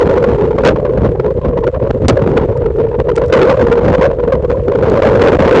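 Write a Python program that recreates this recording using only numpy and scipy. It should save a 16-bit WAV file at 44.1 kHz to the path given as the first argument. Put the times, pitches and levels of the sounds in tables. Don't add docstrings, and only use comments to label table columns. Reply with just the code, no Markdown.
import sys
import numpy as np
from scipy import signal
from scipy.fft import rfft, irfft, next_fast_len
from scipy.io import wavfile
from scipy.ndimage import map_coordinates

SR = 44100
rng = np.random.default_rng(int(sys.argv[2]) if len(sys.argv) > 2 else 0)


def pcm_store(signal):
    levels = np.round(np.clip(np.atleast_2d(signal), -1, 1) * 32767)
    wavfile.write(sys.argv[1], SR, levels.astype(np.int16).T)


N = 246959

# time_s, roar_db
FLOW_STRENGTH = [(0, -5), (.2, -8), (.45, -9), (.8, -12.5), (1.05, -12.5), (1.302, -14), (1.982, -15.5),
                 (2.392, -6.5), (2.519, -12), (3.031, -13.5), (3.3, -11.5), (3.37, 0), (3.6, -8),
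                 (3.95, -9), (4.12, -12), (4.72, -13), (4.9, -4.5), (5.26, -1.5), (5.6, 1)]
# time_s, pitch_hz
CAVITY_PITCH = [(0, 485.4), (.47, 462.5), (.64, 486.8), (.69, 525.9), (.9, 477.9), (1.32, 470.7),
                (1.401, 504.1), (1.61, 470.6), (1.741, 511.8), (1.92, 459.7), (2.039, 478.6), (2.34, 452.6),
                (2.563, 483.7), (2.85, 452.3), (2.949, 478.1), (3.121, 459.2), (3.3, 485), (3.371, 452.6),
                (3.519, 520.2), (3.619, 480.4), (3.78, 484.5), (3.879, 505.5), (3.97, 476.2),
                (4.067, 530.2), (4.149, 480.4), (4.372, 497.2), (4.68, 474.7), (5.028, 515.3),
                (5.328, 452.2), (5.419, 493.5), (5.6, 452.5)]
# time_s, tone_over_ring_db
CAVITY_TONE = [(0, -14), (1.201, -7.5), (1.751, 0), (2.1, -14.5), (3.2, -2), (3.55, -0.5), (3.75, 9.5),
               (3.88, -2.5), (4.05, 4.5), (4.2, -10.5), (5.6, -21)]
# crest_s, level_db, width_s
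GUSTS = [(.08, -6, .07), (0.314, -2.5, 0.0484), (0.708, -6.5, 0.15), (1.041, -3.5, 0.1107),
         (1.389, -3.5, 0.013), (1.479, -5.5, 0.06), (1.59, -7, .025), (1.834, -9, .022), (2.051, -4, 0.055),
         (2.125, -1.5, 0.069), (2.225, -6, 0.027), (2.3, -8, .03), (2.404, -8, 0.1025), (2.495, -7, 0.0202),
         (2.891, -18.5, 0.013), (3.507, -0.5, 0.034), (3.636, -4.5, .03), (3.699, 1, 0.021),
         (3.872, -1, 0.1058), (3.99, -4.5, 0.0254), (4.349, -8, 0.04), (4.85, -3.5, 0.0566),
         (4.951, -12.5, 0.067), (5.21, -3, 0.07), (5.46, -0.5, 0.035)]
# start_s, level_db, length_s, thud_relative_db
SLAPS = [(0.015, -3.5, 0.0078, -18.5), (0.065, -16, 0.0086, 5.5), (0.129, -13, .012, -8),
         (0.159, -7, 0.018, -5.5), (0.238, -12, .012, -9.5), (0.393, -12.5, .02, -11),
         (0.431, -15, 0.0092, -25.5), (.58, -6, 0.0068, -10), (0.631, -8.5, 0.004, -8.5),
         (0.643, 8, 0.0238, -9), (0.672, 2.5, 0.0201, -5.5), (0.697, -15, 0.0263, 3),
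         (0.757, -15, 0.014, -8.5), (0.845, -11.5, 0.014, -3.5), (0.89, -14.5, .01, -8.5),
         (0.969, -15, 0.0118, -19), (1.04, -11, 0.0187, -8), (1.194, -10.5, 0.0073, -10),
         (1.244, -15, 0.0383, -5.5), (1.303, -14.5, 0.018, -14.5), (1.442, -14.5, 0.015, -12),
         (1.528, -15, 0.0096, -11), (1.567, -14, 0.017, -7.5), (1.634, -11.5, 0.0154, -17),
         (1.666, -5, 0.014, -26.5), (1.723, -21, 0.0494, -24), (1.814, -15.5, 0.0277, -10),
         (1.904, 2.5, 0.00517, 0.5), (1.941, -17.5, 0.0186, 3.5), (2.014, -18.5, 0.011, -3),
         (2.082, 16, 0.01525, 0), (2.167, -12, 0.012, -9), (2.271, -6.5, 0.0057, 5.5),
         (2.37, -2.5, 0.0098, -9.5), (2.657, -10.5, 0.011, -19), (2.749, -15.5, 0.0064, -10),
         (2.781, -11, 0.034, -20.5), (2.837, -16, 0.017, -15.5), (2.94, -15, 0.0164, -16),
         (2.996, -8, 0.00454, -14), (3.082, -9.5, 0.018, -23.5), (3.112, -12.5, .008, -16),
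         (3.17, -4.5, 0.015, -20), (3.216, -4.5, 0.0045, -16.5), (3.234, -7.5, 0.0057, -9.5),
         (3.323, 4.5, 0.015, -17.5), (3.413, -2, 0.018, -9), (3.491, -4, 0.017, -5.5),
         (3.519, -12, 0.016, -9), (3.561, -16.5, 0.0042, -6.5), (3.599, -8.5, 0.027, -6.5),
         (3.666, -12.5, 0.012, -9), (3.714, -3.5, 0.019, -8), (3.771, -8, 0.019, -20.5),
         (3.846, -10, 0.009, -4), (3.882, -7, 0.018, -10), (3.922, -5.5, 0.0351, -9),
         (4.009, -2.5, 0.05455, -21), (4.19, -14, 0.0137, -4.5), (4.229, -15.5, 0.0223, -4),
         (4.276, -13, 0.0176, -16.5), (4.321, -7, .014, -10), (4.44, -16, 0.0145, -3),
         (4.498, -8.5, 0.006, 1), (4.513, -6.5, 0.006, -1.5), (4.677, -9.5, 0.0108, -1.5),
         (4.715, -13, 0.0074, -4.5), (4.747, -12.5, 0.0122, 3), (4.823, -6, 0.0054, -12.5),
         (4.841, -8, 0.0028, 5), (4.862, -14, 0.011, -6), (5.019, -2, 0.0046, -3), (5.051, -9, 0.0254, -12),
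         (5.215, 8, 0.0055, -8.5), (5.257, -5, 0.034, -19.5), (5.394, -18, 0.021, 22),
         (5.544, -5.5, .06, 6.5)]
# middle_s, width_s, depth_db
SEALS = [(.37, 0.014, 7.5), (.568, 0.02, 7), (.625, 0.0091, 7.5), (0.811, 0.0147, 6), (1.175, 0.0207, 6.5),
         (1.229, 0.02, 7.5), (1.339, 0.018, 14), (1.403, 0.017, 21), (1.428, .028, 7), (1.718, 0.0245, 21),
         (1.789, 0.0115, 18), (1.886, 0.012, 8), (1.922, 0.01774, 30), (1.994, 0.011, 14.5),
         (2.074, 0.012, 24.5), (2.472, 0.0209, 13), (2.545, 0.016, 9), (2.73, 0.027, 7), (2.972, 0.0124, 9),
         (3.03, 0.023, 8.5), (3.159, 0.016, 7), (3.562, 0.0129, 22.5), (3.964, 0.0091, 25),
         (4.16, 0.0267, 7.5), (4.259, 0.0119, 6.5), (4.416, 0.0127, 12), (4.468, 0.0124, 22.5),
         (4.613, 0.0076, 7.5), (5.012, 0.0137, 31.5), (5.234, 0.0058, 8.5), (5.312, 0.0077, 17.5),
         (5.364, .006, 12), (5.38, 0.0155, 34.5)]
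# start_s, level_db, start_pitch_hz, decay_s
PLOP = (3.5, -3, 1496.5, 0.0005)
# time_s, level_db
WASH_LEVEL = [(0, -33), (.4, -36), (.8, -46.5), (1.05, -42), (1.3, -48.5), (2, -46), (2.3, -41),
              (3.05, -50.5), (3.3, -42), (3.4, -34), (3.9, -36), (4.15, -45.5), (4.7, -45), (4.95, -35),
              (5.6, -30)]
# start_s, level_db, pitch_hz
BLIPS = [(.858, -15, 1042), (.893, -14, 1025), (1.15, -12, 769), (1.261, -18, 930), (1.283, -14, 990),
         (1.413, -18, 1023), (1.432, -16, 976), (1.485, -17, 995), (1.531, -17, 1034), (1.624, -15, 1016),
         (1.669, -17, 1400), (2.555, -12, 915), (3.218, -11, 1520), (3.778, -11, 1480), (4.452, -18, 1068),
         (4.516, -14, 1350), (4.545, -12, 982)]
# start_s, level_db, decay_s
DROPS = [(0.65, -7.5, 0.0033), (.674, -8.5, .003), (2.083, 19.5, 0.0019), (2.574, -30, 0.0018),
         (3.156, -19.5, 0.0033), (3.163, -14.5, 0.0014), (3.182, -18.5, 0.0013), (3.261, -25, 0.0011),
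         (3.282, -31, 0.002), (4.899, -16.5, 0.0019)]
# freq_hz, density_db
CAVITY_SPECTRUM = [(60, -35.5), (250, -36), (340, -15), (410, -8.5), (480, -2.5), (540, -6.5), (620, -18),
                   (760, -36), (950, -34), (1250, -47), (1500, -49), (2000, -58.5), (4000, -73),
                   (9000, -99)]
# freq_hz, density_db
BUFFET_SPECTRUM = [(15, 0), (30, -2.5), (60, 1.5), (100, -4), (150, -4.5), (220, -21), (320, -26.5),
                   (600, -42.5), (1500, -80)]
# freq_hz, density_db
THUD_SPECTRUM = [(30, -1), (120, -5), (240, -2), (400, -10.5), (800, -29), (2000, -56.5), (8000, -74)]
# freq_hz, density_db
HEAVE_SPECTRUM = [(4, -4), (10, -3), (18, 4.5), (30, -11.5), (48, -31), (90, -84)]
# freq_hz, density_db
SPRAY_SPECTRUM = [(500, -11), (1200, 6), (2800, 0), (4500, -12), (7200, -28.5), (10000, -25)]
# freq_hz, density_db
WASH_SPECTRUM = [(400, -9), (1000, 5.5), (2000, -8), (4500, -20), (5600, -26.5), (7400, -24), (10000, -40)]
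# freq_hz, density_db
SHELL_SPECTRUM = [(500, 12.5), (1200, 3), (3000, 1), (5500, -1), (7200, -0.5), (10000, -2)]
# freq_hz, gain_db
TREBLE_RESPONSE = [(3500, 0), (7000, -1), (8600, -7), (9500, -10.5), (10300, -24), (11000, -50)]

BUFFET_DB, BUFFET_DB_PER_DB = -15, 0.055
THUD_DB, THUD_DB_PER_DB, GUST_THUD_DB = -6, 1.803, -7
HEAVE_DB, HEAVE_DB_PER_DB = -6, 0.414
LOW_LIMIT = .75
CAVITY_HZ = 483.05
FLUTTER_SHARE, FLOW_FLUTTER_SHARE = .03, 0.0498
SLAP_ATTACK_S, SLAP_SAG_DB_PER_S, SLAP_RING_S = 0.0033, 50, 0.00545
SLAP_ROUGH_DB, SLAP_FIZZ_DB = 1.5, -35
SEAL_PUSH = 0.4
WASH_SEALED_SHARE = .1
DROPLETS_PER_S, DROPLETS_DB_PER_DB = 6000, .9
DROPLET_SCATTER_DB, FLURRY_DB = 5, 3
BUBBLES_PER_S, BUBBLE_HZ, BUBBLE_OCTAVES = 140, 1603, .6
BUBBLE_DB, BUBBLE_SCATTER_DB = 4, 3
BLIP_RISE_S, BLIP_CYCLES, BLIP_GLIDE = .003, 6, .02
HUM_HZ, HUM_WIDTH_HZ, HUM_DB, HUM_SWELL_DB = 68.8, 21, -24.5, 3.5
HISS_DB, TOP_HZ = -63.5, 11000


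def storm():
    return np.interp(clock(), *np.transpose(FLOW_STRENGTH))


def cavity():
    flutter = FLUTTER_SHARE * wobble(rate=22)
    flutter = flutter + FLOW_FLUTTER_SHARE * amp(storm()) * wobble(rate=70)
    pitch_hz = np.interp(clock(), *np.transpose(CAVITY_PITCH)) * (1 + flutter)
    position = np.cumsum(pitch_hz / CAVITY_HZ)
    ring = map_coordinates(noise(CAVITY_SPECTRUM), [position], mode="mirror")
    tone_gain = amp(np.interp(clock(), *np.transpose(CAVITY_TONE)))
    tone = tone_gain * np.sin(2 * np.pi * np.cumsum(pitch_hz) / SR)
    return ring + tone


def flow(air):
    roar_db = storm()
    gusts = sum(amp(db) * hump(s, width) for s, db, width in GUSTS)
    puff_db = np.clip(0.9 - 0.09 * roar_db, .8, 2.6)
    eddies_db = puff_db * wobble(rate=90)
    roar = amp(roar_db + eddies_db - 1.56) * steady(air, span=0.0405)

    push = amp(BUFFET_DB + BUFFET_DB_PER_DB * roar_db) + amp(-6.0) * gusts
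    buffet = push * amp(3.255 * wobble(rate=40)) * steady(noise(BUFFET_SPECTRUM), span=0.053)

    thud_db = THUD_DB + THUD_DB_PER_DB * roar_db + 5.63 * wobble(rate=45) + eddies_db
    thud_gain = amp(thud_db) + amp(GUST_THUD_DB) * gusts
    thuds = thud_gain * steady(noise(THUD_SPECTRUM), span=0.06)

    heave_gain = amp(HEAVE_DB + HEAVE_DB_PER_DB * roar_db)
    heave = heave_gain * steady(noise(HEAVE_SPECTRUM), span=0.13)

    low_top = LOW_LIMIT + amp(-2.0) * gusts
    return roar + saturate(buffet + thuds + heave, top=low_top, hardness=4.3)


def slaps(air):
    t, force, weight = clock(), np.zeros(N), np.zeros(N)
    for s, db, length, thud_db in SLAPS:
        near = slice(*np.searchsorted(t, [s, s + length + 10 * SLAP_RING_S]))
        age = t[near] - s
        rise = np.minimum(age / SLAP_ATTACK_S, 1)
        ring_out = np.exp(-np.maximum(age - length, 0) / SLAP_RING_S)
        blow = amp(db - SLAP_SAG_DB_PER_S * age) * rise * ring_out
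        force[near] += blow
        weight[near] += amp(thud_db) * blow
    rough = amp(SLAP_ROUGH_DB * wobble(rate=250))
    ring = rough * (steady(air, span=0.018) + amp(SLAP_FIZZ_DB) * noise(SPRAY_SPECTRUM))
    return force * ring + weight * steady(noise(THUD_SPECTRUM), span=0.012)


def opening():
    return amp(-sum(depth_db * hump(s, width) for s, width, depth_db in SEALS))


def spray(pressure):
    swing = np.minimum(np.abs(pressure), 1)
    spurts = amp(4.9 * wobble(rate=360)) * swing ** 3.05
    return amp(-31.5) * spurts * noise(SPRAY_SPECTRUM)


def plop():
    s, db, hz, decay = PLOP
    age = np.maximum(clock() - s, 0)
    pitch_hz = CAVITY_HZ + (hz - CAVITY_HZ) * np.exp(-age / decay)
    phase = 2 * np.pi * np.cumsum(pitch_hz * (age > 0)) / SR
    return amp(db) * np.exp(-age / decay) * np.sin(phase)


def drops():
    t = clock()
    force = sum(amp(db) * (t >= s) * np.exp(-np.abs(t - s) / decay) for s, db, decay in DROPS)
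    return force * noise(SHELL_SPECTRUM)


def blips(rows):
    out, age = np.zeros(N + SR), np.arange(SR // 20) / SR
    for s, db, hz in rows:
        decays = age * hz / BLIP_CYCLES
        note = np.sin(2 * np.pi * hz * age * (1 + BLIP_GLIDE * decays / 2))
        swell = 1 - np.exp(-age / BLIP_RISE_S)
        out[int(s * SR):][:len(age)] += amp(db) * swell * np.exp(-decays) * note
    return out[:N]


def foam():
    when_s = np.flatnonzero(rng.random(N) < BUBBLES_PER_S / SR) / SR
    size, loudness = np.clip(rng.standard_normal((len(when_s), 2)), -2, 2).T
    spray_db = np.interp(when_s, *np.transpose(WASH_LEVEL))
    level_db = spray_db + BUBBLE_DB + BUBBLE_SCATTER_DB * loudness
    return blips(zip(when_s, level_db, BUBBLE_HZ * 2 ** (BUBBLE_OCTAVES * size)))


def wash():
    spray_db = np.interp(clock(), *np.transpose(WASH_LEVEL))
    density = amp(DROPLETS_DB_PER_DB * (spray_db - spray_db.max()))
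    landed = rng.random(N) < DROPLETS_PER_S * density / SR
    sizes = rng.standard_normal(N) * amp(DROPLET_SCATTER_DB * rng.standard_normal(N))
    droplets = saturate(landed * sizes, top=5.3, hardness=2.3)
    flurries = amp(FLURRY_DB * wobble(rate=110))
    patter = unit(coloured(droplets / np.sqrt(density), WASH_SPECTRUM))
    return amp(spray_db) * flurries * patter


def hum():
    band = filtered(rng.standard_normal(N), lambda hz: 1 / (1 + (2 * (hz - HUM_HZ) / HUM_WIDTH_HZ) ** 2))
    return amp(HUM_DB + HUM_SWELL_DB * wobble(rate=7.4)) * unit(band)


def amp(db):
    return 10 ** (np.asarray(db) / 20)


def unit(x):
    return x / np.sqrt(np.mean(x ** 2) + 1e-20)


def clock():
    return np.arange(N) / SR


def wobble(rate):
    return map_coordinates(rng.standard_normal(int(N * rate / SR) + 4), [clock() * rate])


def hump(s, width):
    return np.exp(-np.abs(2 * (clock() - s) / width) ** 3)


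def filtered(x, response):
    size = next_fast_len(N + 8192)
    return irfft(rfft(x, size) * response(np.fft.rfftfreq(size, 1 / SR)), size)[:N]


def coloured(x, points):
    f, db = np.transpose(points)
    return filtered(x, lambda hz: amp(np.interp(np.log(hz + 1), np.log(f), db)))


def noise(points):
    return unit(coloured(rng.standard_normal(N), points))


def high_pass(x, cut_hz, damping):
    return filtered(x, lambda hz: -hz ** 2 / (cut_hz ** 2 - hz ** 2 + 1j * damping * cut_hz * hz))


def steady(x, span):
    window = signal.windows.hann(int(span * SR) + 3)
    power = np.abs(signal.fftconvolve(x ** 2, window / window.sum(), "same"))
    return x / np.sqrt(power + .02)


def saturate(x, top, hardness):
    return x / (1 + np.abs(x / top) ** hardness) ** (1 / hardness)


def scene():
    air, clear = cavity(), opening()
    pressure = flow(air) + hum() + slaps(air) + plop()
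    port = clear * (pressure + spray(pressure)) + SEAL_PUSH * (1 - clear)
    water = clear ** WASH_SEALED_SHARE * (wash() + foam())
    return (port + water + drops() + blips(BLIPS))[None]


def record(dry):
    lean = 0.1629
    diaphragm = saturate(dry[0] + lean, top=0.6382, hardness=16.9) - lean
    diaphragm = diaphragm + amp(-38.5) * saturate(dry[0], top=1.2, hardness=0.68)
    bowed = diaphragm + amp(-21) * diaphragm ** 2
    coupled = high_pass(bowed, cut_hz=36, damping=1)
    drooping = high_pass(coupled, cut_hz=61.7, damping=1.6)
    hiss = amp(HISS_DB) * rng.standard_normal(N)
    clipped = np.clip(drooping + hiss, -.69, .69)
    voiced = coloured(clipped, [(1500, 0)] + TREBLE_RESPONSE)
    return filtered(voiced, lambda hz: hz < TOP_HZ)[None]


dry = scene()
out = record(dry)
pcm_store(out)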